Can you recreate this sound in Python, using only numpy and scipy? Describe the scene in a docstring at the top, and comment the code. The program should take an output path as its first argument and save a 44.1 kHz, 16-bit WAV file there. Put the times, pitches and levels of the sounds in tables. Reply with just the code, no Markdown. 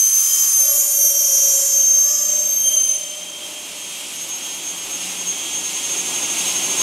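"""A factory hall: a double-head mitre saw cuts aluminium, then runs free as the listener walks up to it.
Turbulent air rushes from the fans and round the blades, and the motors hum. Two blades whine at their
tooth rates and beat against each other; they slow under load and speed up once clear. In the cut, torn
chips hiss and the profile chatters at its resonances, modulating the whine into a screech.
The hall adds a diffuse reverberant tail."""
import sys
import numpy as np
from scipy import signal
from scipy.fft import rfft, irfft
from scipy.io import wavfile
from scipy.ndimage import map_coordinates

SR = 44100
rng = np.random.default_rng(int(sys.argv[2]) if len(sys.argv) > 2 else 0)


def bounce(signal):
    """Save signal as a 16-bit WAV file at the path given by the first command-line argument."""
    frames = np.transpose(np.atleast_2d(signal))
    limited = np.clip(frames, -1, 1)
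    pcm = np.round(limited * 32767).astype(np.int16)
    wavfile.write(sys.argv[1], SR, pcm)


N = 300762

# Levels in the tables are relative: each source adds its own gain.
# Difference between the microphones in the hall: frequency_hz, side_gain_db
SIDE_SPECTRUM = [(60, -28), (110, -16), (200, -24), (380, -13.5), (1290, -15), (2380, -15.5), (4400, -22),
                 (8100, -19.5), (15000, -20)]
# Broad noise surges with the chips in the cut, then grows as the listener nears:
# time_s, low_band_db, high_band_db
NOISE_GAINS = [(0, -8, -4), (.37, -3.5, -1.5), (1.05, -10, -6), (1.6, -4, -2.5), (2.0, -7, -4),
               (2.35, -2, -3.5), (3.2, 1, -0.9), (4.2, 3, 3.5), (5.3, 7, 5.5), (6.3, 10, 9.5),
               (6.55, 11.5, 9.5), (6.82, 15.5, 12.5)]
# Turbulence of the fans: frequency_hz, density_db
FAN_SPECTRUM = [(25, -32), (50, -26), (75, -14.5), (130, -9.5), (185, -3.5), (225, -3.5), (330, 3),
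                (480, -5.5), (850, -2), (1300, -6), (2000, -11.5), (4000, -20)]
# Turbulence round the blades: frequency_hz, density_db
RUSH_SPECTRUM = [(600, -14), (1600, -19.5), (2200, -5.5), (2900, 0), (3700, -4.5), (4700, -8.5),
                 (5800, -4.5), (7000, -2), (8300, -4), (10500, -8.5), (13000, -18), (15500, -25)]
# Motor and cabinet tones: pitch_hz, level_db
HUM_TONES = [(97, -27), (182, -11), (403, -20), (455, -36), (554, -12), (759, -18), (1034, -17.5)]
# Brief tones that swell and fade in the noise: peak_s, half_length_s, pitch_hz, level_db
BRIEF_TONES = [(2.38, .17, 196.6, -54), (2.55, 0.48, 274.3, -57.5), (6.6, 0.43, 1035, -47),
               (6.726, 0.082, 392, -40)]
# Hiss of teeth tearing off chips: time_s, level_db
CHIP_LEVELS = [(0.0, -33.5), (0.5, -32.5), (0.51, -33.5), (1.25, -36.5), (1.62, -32.5), (1.92, -40),
               (2.2, -38), (2.55, -41), (2.7, -40)]
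# Spectrum of that hiss: frequency_hz, density_db
CHIP_SPECTRUM = [(250, -62), (500.0, -34), (1000.0, -15), (2000.0, -13), (3000.0, -18), (4300.0, -11),
                 (5000.0, -4), (6000.0, -0.5), (7200.0, 2), (8500.0, 1.5), (10000.0, -10), (12000.0, -2),
                 (14000.0, -8.5), (15500, -44)]
# Broad resonance of the profile, stirred by the chips: frequency_hz, density_db
GROWL_SPECTRUM = [(490, -40), (540, -27), (560, 9), (585, -5), (612, -5.5), (650, -10), (710, -23)]
# The profile's resonances shift as the cut deepens: time_s, near_end_hz, far_end_hz
PROFILE_RESONANCES = [(.55, 585.7, 635), (.85, 563.7, 581.4), (1.25, 548.5, 568.8), (1.68, 546.8, 567.3),
                      (1.9, 562, 605), (2.1, 584, 615.3), (2.35, 603.7, 570), (3.5, 604, 556.6)]
# Bursts of chatter, with the whine's two lower and two upper sidebands:
# peak_s, half_length_s, drone_db, octave_db, lower_2_db, lower_1_db, upper_1_db, upper_2_db
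CHATTER_BURSTS = [(0.373, 0.14, -50, -45.5, -34.5, -39, -25.5, -39),
                  (0.718, 0.076, -35.5, -45.5, -40, -32.5, -29, -37),
                  (0.835, 0.1, -43, -49, -46, -40, -22.5, -35),
                  (1.116, .13, -37.5, -60, -50, -24, -31, -33.5),
                  (1.361, 0.13, -42.5, -51, -36, -23.5, -26.5, -41),
                  (1.593, 0.12, -36.5, -51, -38, -28, -23.5, -27),
                  (1.894, 0.099, -58, -58, -39.5, -40, -31.5, -42),
                  (2.135, .11, -42, -42.5, -34.5, -34, -30, -30.5),
                  (2.36, 0.1, -36.5, -58, -45, -37, -45, -35)]
# The low drone trembles between bursts and rings out: start_s, end_s, fade_db_per_s, level_db
DRONE_TREMBLE = (1, 3, 10.5, -44)
# Weaker sidebands, against the mean of the main four: tooth_pair_multiple, chatter_multiple, level_db
WEAK_SIDEBANDS = [(2, -3, -37), (2, 3, -47), (2, 5, -19), (3, 1, -14), (4, -3, -31), (4, -2, -6.5),
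                  (4, -1, -18), (4, 1, -27), (4, 2, -13)]
# Tooth rate of each head and its sag under load:
# free_hz, entry_sag_hz, cutting_sag_hz, settle_s, breakthrough_sag_hz, clear_s, recover_s
NEAR_HEAD = (6461, 223, 113, .8, 215, 3.05, .44)
FAR_HEAD = (6474, 133, 104, .5, 191, 2.92, .62)
# Whine at 1 to 5 times the tooth-pair rate, before and after the deepest bite and running free:
# near_bite_db, far_bite_db, rise_db_per_s, fade_db_per_s, free_db, high_band_gain_share
WHINE_PARTIALS = [(-56.5, -59, -14, 11, -47, 0.45), (-16, -27.5, -1.5, 0.8, -37, 0.85),
                  (-23.5, -38, 5, 17, -53, 0.51), (-21.5, -29.5, 6.5, 9.5, -54.5, 0.27),
                  (-48, -70, -3, 4.5, -80, .1)]
# The blades squeal on one partial: start_s, end_s, partial_number, near_db, far_db
BLADE_SQUEALS = [(0.305, 0.37, 1, -36, -41), (.68, 0.757, 1, -41.5, -55), (1.078, 1.617, 1, -43.5, -58),
                 (1.507, 1.7, 3, -32.5, -35), (1.786, 2.03, 2, -17, -29.5), (1.99, 2.12, 4, -30.5, -38),
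                 (2.48, 2.73, 4, -32.5, -44), (2.635, 2.76, 3, -45, -28.5), (2.635, 2.801, 1, -31, -37),
                 (2.8, 2.945, 3, -34, -40), (2.853, 3.45, 1, -40, -39.5), (4.15, 4.98, 4, -54, -52),
                 (4.481, 4.637, 1, -48, -35.5), (5.2, 5.36, 1, -48, -36), (5.401, 5.54, 1, -47, -31.5),
                 (6.33, 6.82, 4, -50, -51)]

TEETH = 130
HALL_T60_S, CUTOFF_HZ, FLOOR_DB = 1.38, 15700, -120
FAN_DB, RUSH_DB, HUM_DB = -47.5, -35, -51
RUMBLE_FULL_S, RUMBLE_DB = 5.6, -63
RING_HZ, RING_START_S, RING_END_S = 787, 0.43, 2.1
TREMBLE_RISE_DB_PER_S = 52
BITE_S, BREAKTHROUGH_S, BREAKTHROUGH_DRAG_S, CUT_END_S = 0.9, 2.62, 0.28, 2.93
SING_S, SING_RISE_S, SING_GAIN_DB = 4.12, 0.077, 7   # the free blades sing out when nearly up to speed
FIRST_NODE_S, LAST_NODE_S, NODE_SPACING_S, NODE_DB = 4.49, 6, 0.316, 3
WHINE_LOSS_DB = 9   # the strongest screech takes this much from the tooth-rate partial


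def from_db(db):
    """Amplitude grows tenfold for every 20 decibels."""
    return 10 ** (np.asarray(db) / 20)


def unit_rms(x):
    """Normalisation to a mean power of 1."""
    return x / np.sqrt(np.mean(x ** 2) + 1e-20)


def clock():
    """Uniform sampling: the time of every sample in seconds."""
    return np.arange(N) / SR


def in_time(rows):
    """Linear interpolation in time, one curve per column."""
    times_s, *columns = np.transpose(rows)
    return [np.interp(clock(), times_s, column) for column in columns]


def held(start, end, rise, fall):
    """Exponential growth and decay about a plateau at 0 dB; times in s, slopes in dB per second."""
    return -rise * np.maximum(start - clock(), 0) - fall * np.maximum(clock() - end, 0)


def swell(peak_s, half_s):
    """A Gaussian envelope, in dB."""
    return -10 * np.log10(np.e) * ((clock() - peak_s) / half_s) ** 2


def power_sum(levels):
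    """Incoherent addition: the level in dB of sounds whose powers add."""
    return 10 * np.log10(sum(10 ** (np.maximum(db, FLOOR_DB) / 10) for db in levels))


def drift(corner_hz):
    """Low-passed noise gives a slow random fluctuation of rms 1."""
    step, run_in = 40, 2000
    pole = np.exp(-2 * np.pi * corner_hz * step / SR)
    noise = rng.standard_normal(N // step + run_in + 2)
    slow = signal.lfilter([1], [1, -2 * pole, pole * pole], noise)[run_in:]
    return np.interp(np.arange(N) / step, np.arange(len(slow)), unit_rms(slow))


def cycles(hz):
    """Phase, in cycles, is the integral of frequency."""
    return np.cumsum(hz * np.ones(N)) / SR


def tone(phase):
    """Simple harmonic motion of rms 1 with a random starting phase."""
    return np.sqrt(2) * np.sin(2 * np.pi * (phase + rng.random()))


def each_turn(tooth_phase, points):
    """Rotation makes an uneven pattern round the blade's rim periodic; rms 1."""
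    rim_position = (tooth_phase / TEETH) % 1 * points
    pattern = rng.standard_normal(points)
    return unit_rms(map_coordinates(pattern, [rim_position], order=3, mode="grid-wrap"))


def filtered(x, spectrum):
    """Filtering multiplies the spectrum by a gain curve, here falling 12 dB an octave beyond its ends."""
    hz, level_db = np.transpose(spectrum)
    bins_hz = np.maximum(np.arange(N // 2 + 1) * SR / N, 1)
    below = np.minimum(bins_hz / hz[0], 1) ** 2
    above = np.minimum(hz[-1] / bins_hz, 1) ** 2
    gain = from_db(np.interp(np.log(bins_hz), np.log(hz), level_db))
    return irfft(rfft(x) * below * above * gain, N)


def coloured_noise(spectrum):
    """Filtered white noise takes on the filter's spectrum; rms 1."""
    return unit_rms(filtered(rng.standard_normal(N), spectrum))


def hall(x, delay_s):
    """Reverberation: a diffuse field decays exponentially from the first wall echo on."""
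    t = np.arange(int(HALL_T60_S * SR)) / SR
    tail = rng.standard_normal(len(t)) * from_db(-60 * t / HALL_T60_S) * (t > delay_s)
    return signal.fftconvolve(x, tail / np.sqrt(np.sum(tail ** 2)))[:N]


def unbalance(tooth_hz):
    """Rotating unbalance forces one vibration a turn, a rumble that grows towards the machine."""
    level_db = RUMBLE_DB + held(RUMBLE_FULL_S, RUMBLE_FULL_S, rise=8, fall=0)
    return from_db(level_db) * (1 + 0.89 * drift(8)) * tone(cycles(tooth_hz) / TEETH)


def air(level_db, spectrum, gust_db):
    """Turbulence radiates broadband noise of slightly uneven strength."""
    return from_db(level_db + gust_db * drift(2.2)) * coloured_noise(spectrum)


def wavering_tone(hz, level_db, waver_db, waver_hz):
    """Slow amplitude and frequency modulation make a tone waver."""
    return from_db(level_db + waver_db * drift(5.9)) * tone(cycles(hz + waver_hz * drift(9.0)))


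def brief_tones():
    """Tones swell and fade under Gaussian envelopes; one near 390 Hz flickers in the noise at the end."""
    return sum(wavering_tone(hz, db + swell(peak_s, half_s), waver_db=2, waver_hz=6)
               for peak_s, half_s, hz, db in BRIEF_TONES)


def motors(gain_db):
    """Motor and cabinet tones superpose into a hum."""
    tones = sum(wavering_tone(hz, db, waver_db=4, waver_hz=1.82) for hz, db in HUM_TONES)
    return from_db(HUM_DB + gain_db) * tones


def chips(near_hz, far_hz):
    """Periodic and random noise: each tooth tears its own way, turn after turn, and loose chips hiss."""
    near, far = (each_turn(cycles(hz), points=800) for hz in (near_hz, far_hz))
    loose = rng.standard_normal(N)
    tearing = near + from_db(-2) * far + from_db(-1) * loose
    # the hiss dies away once the teeth leave the metal
    level_db = in_time(CHIP_LEVELS)[0] + 7 + held(0, CHIP_LEVELS[-1][0], rise=0, fall=31)
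    return from_db(level_db) * unit_rms(filtered(tearing, CHIP_SPECTRUM))


def ring(tooth_hz):
    """A higher resonance of the machine frame, strongest early in the cut, also modulates the whine."""
    envelope_db = held(RING_START_S, RING_START_S, rise=TREMBLE_RISE_DB_PER_S, fall=4.5)
    envelope_db += held(0, RING_END_S, rise=0, fall=44.3)
    teeth = cycles(tooth_hz)
    swing = cycles(RING_HZ * (1 + 0.0067 * drift(9.3)))
    upper = tone(teeth + swing) + from_db(-14) * tone(teeth + 2 * swing)
    # the sidebands below the whine last as long as the cut
    lower_db = -47.5 + held(0, BREAKTHROUGH_S, rise=0, fall=20)
    lower = from_db(lower_db) * (tone(teeth - swing) + tone(teeth - 2 * swing))
    return from_db(envelope_db) * (from_db(-56) * tone(swing) + from_db(-55) * upper) + lower


def drone(tooth_hz, chatter_hz, drone_db, octave_db, jitter, shake, third_db):
    """One end of the profile vibrates at its resonance, shaken unevenly by every turn of the blade."""
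    swing = cycles(chatter_hz * (1 + jitter * drift(20.33)))
    shaking = 1 + shake * (each_turn(cycles(tooth_hz), points=4) + drift(6.3))
    overtones = tone(2 * swing) + from_db(third_db) * tone(3 * swing)
    return shaking * (from_db(drone_db) * tone(swing) + from_db(octave_db) * overtones)


def screech(tooth_hz, chatter_hz, sidebands_db, jitter, runout):
    """Modulation: the profile swings against the teeth, giving sum and difference frequencies."""
    teeth = cycles(tooth_hz)
    swing = cycles(chatter_hz * (1 + jitter * drift(25.3)))
    main = sum(from_db(db) * tone(teeth + k * swing) for k, db in zip((-2, -1, 1, 2), sidebands_db))
    weak = sum(from_db(db) * tone(pairs * teeth / 2 + k * swing) for pairs, k, db in WEAK_SIDEBANDS)
    wobble = 1 + runout * each_turn(teeth, points=10)
    return wobble * (main + from_db(np.mean(sidebands_db, axis=0)) * weak)


def chatter_levels():
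    """Powers add: levels in dB of the drone, its octave and the four sidebands of the screech."""
    start_s, end_s, fade, level_db = DRONE_TREMBLE
    tremble_db = level_db + held(start_s, end_s, TREMBLE_RISE_DB_PER_S, fade)
    between_bursts = [tremble_db, tremble_db - 17] + [FLOOR_DB] * 4   # the screech comes only in bursts
    bursts = [np.add.outer(levels, swell(peak_s, half_s)) for peak_s, half_s, *levels in CHATTER_BURSTS]
    return [power_sum(parts) for parts in zip(between_bursts, *bursts)]


def chatter(near_hz, far_hz, drone_db, octave_db, sidebands_db):
    """Cutting excites the profile's resonances: both ends drone and screech, and chips stir a growl."""
    near_end_hz, far_end_hz = in_time(PROFILE_RESONANCES)
    near = drone(near_hz, near_end_hz, drone_db, octave_db, jitter=0.00722, shake=0.18, third_db=-6)
    far = drone(far_hz, far_end_hz, drone_db, octave_db, jitter=0.01105, shake=0.26, third_db=-5.5)
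    drones = from_db(-2) * near + from_db(-7.5) * far
    growl = from_db(drone_db - 9) * coloured_noise(GROWL_SPECTRUM)
    near_screech = from_db(0.5) * screech(near_hz, near_end_hz, sidebands_db, jitter=0.006, runout=0.054)
    far_screech = from_db(-8) * screech(far_hz, far_end_hz, sidebands_db, jitter=0.0097, runout=0.47)
    return drones + growl + near_screech + far_screech


def tooth_rate(free_hz, entry_sag_hz, cutting_sag_hz, settle_s, breakthrough_sag_hz, clear_s, recover_s):
    """Load slows a motor: it sags on entry, settles, is dragged down at breakthrough, then recovers."""
    t = clock()
    sag_hz = cutting_sag_hz + (entry_sag_hz - cutting_sag_hz) * np.exp(-t / settle_s)
    sag_hz += (breakthrough_sag_hz - sag_hz) * np.clip((t - BREAKTHROUGH_S) / BREAKTHROUGH_DRAG_S, 0, 1)
    return free_hz - sag_hz * np.exp(-np.maximum(t - clear_s, 0) / recover_s)


def standing_waves():
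    """Interference: the whine dips and rises, in dB, as the listener passes nodes at an even pace."""
    t = clock()
    inside = np.clip(np.minimum(t - FIRST_NODE_S, LAST_NODE_S - t) / NODE_SPACING_S + 1, 0, 1)
    return -NODE_DB * inside * np.cos(2 * np.pi * (t - FIRST_NODE_S) / NODE_SPACING_S)


def whine_levels(high_band_db, screech_db):
    """Cutting, free running and squealing add in power: the level in dB of each partial of both blades."""
    near, far = [], []
    release_db = held(0, CUT_END_S, rise=0, fall=144)   # the teeth leave the metal
    sing_onset = np.clip((clock() - SING_S) / SING_RISE_S, 0, 1)
    singing_db = standing_waves() + SING_GAIN_DB * (sing_onset - 1)
    loss_db = WHINE_LOSS_DB * from_db(screech_db - screech_db.max()) ** 2
    for k, (near_db, far_db, rise, fade, free_db, share) in enumerate(WHINE_PARTIALS, 1):
        at_tooth_rate = k == 2
        cutting_db = held(BITE_S, BITE_S, rise, fade) + release_db - loss_db * at_tooth_rate
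        running_db = free_db + share * high_band_db + singing_db * at_tooth_rate
        squeals = [np.add.outer(blades_db, held(start, end, rise=350, fall=156))
                   for start, end, partial, *blades_db in BLADE_SQUEALS if partial == k]
        near.append(power_sum([near_db + cutting_db, running_db, *(pair[0] for pair in squeals)]))
        far.append(power_sum([far_db + cutting_db, running_db, *(pair[1] for pair in squeals)]))
    return near, far


def whine(tooth_hz, levels_db, runout, flutter, swell_db):
    """Teeth ground in unlike pairs sound harmonics of half the tooth rate; runout modulates each turn."""
    teeth = cycles(tooth_hz)
    wobble = 1 + runout * each_turn(teeth, points=16) + flutter * drift(58)
    partials = (from_db(db + swell_db * drift(10.2)) * tone(teeth * k / 2)
                for k, db in enumerate(levels_db, 1))
    return wobble * sum(partials)


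def scene():
    """Direct sound and the hall's diffuse field superpose at two closely spaced microphones."""
    # the motors hunt slightly, so the beat between the blades is uneven
    near_hz, far_hz = (tooth_rate(*head) + 1.5 * drift(2) for head in (NEAR_HEAD, FAR_HEAD))
    drone_db, octave_db, *sidebands_db = chatter_levels()
    low_band_db, high_band_db = in_time(NOISE_GAINS)
    near_db, far_db = whine_levels(high_band_db, screech_db=sidebands_db[2])
    blades = whine(near_hz, near_db, runout=0.019, flutter=0.065, swell_db=0.65)
    blades += whine(far_hz, far_db, runout=0.27, flutter=0.13, swell_db=2.16)
    profile = chatter(near_hz, far_hz, drone_db, octave_db, sidebands_db) + ring(near_hz)
    hiss = chips(near_hz, far_hz)
    fans = air(FAN_DB + low_band_db, FAN_SPECTRUM, gust_db=1.0)
    rush = air(RUSH_DB + high_band_db, RUSH_SPECTRUM, gust_db=1.01)
    background = fans + rush + motors(low_band_db) + brief_tones() + unbalance(near_hz)
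    direct = background + hiss + profile + blades
    # the blades beam their whine forward, so less of it goes round the hall
    reflected = direct - 0.1 * blades
    mid = direct + from_db(-9) * hall(reflected, delay_s=0.016)
    # the microphones hear long waves alike; only the hall's shorter waves differ between them
    side = filtered(hall(reflected, delay_s=0.0017), SIDE_SPECTRUM)
    return np.array([mid + side, mid - side]) * from_db([[-.3], [.3]])


def record(dry):
    """An elliptic low-pass filter cuts the highest treble steeply."""
    return signal.sosfilt(signal.ellip(16, .1, 90, CUTOFF_HZ, fs=SR, output="sos"), dry)


dry = scene()
out = record(dry)
bounce(out)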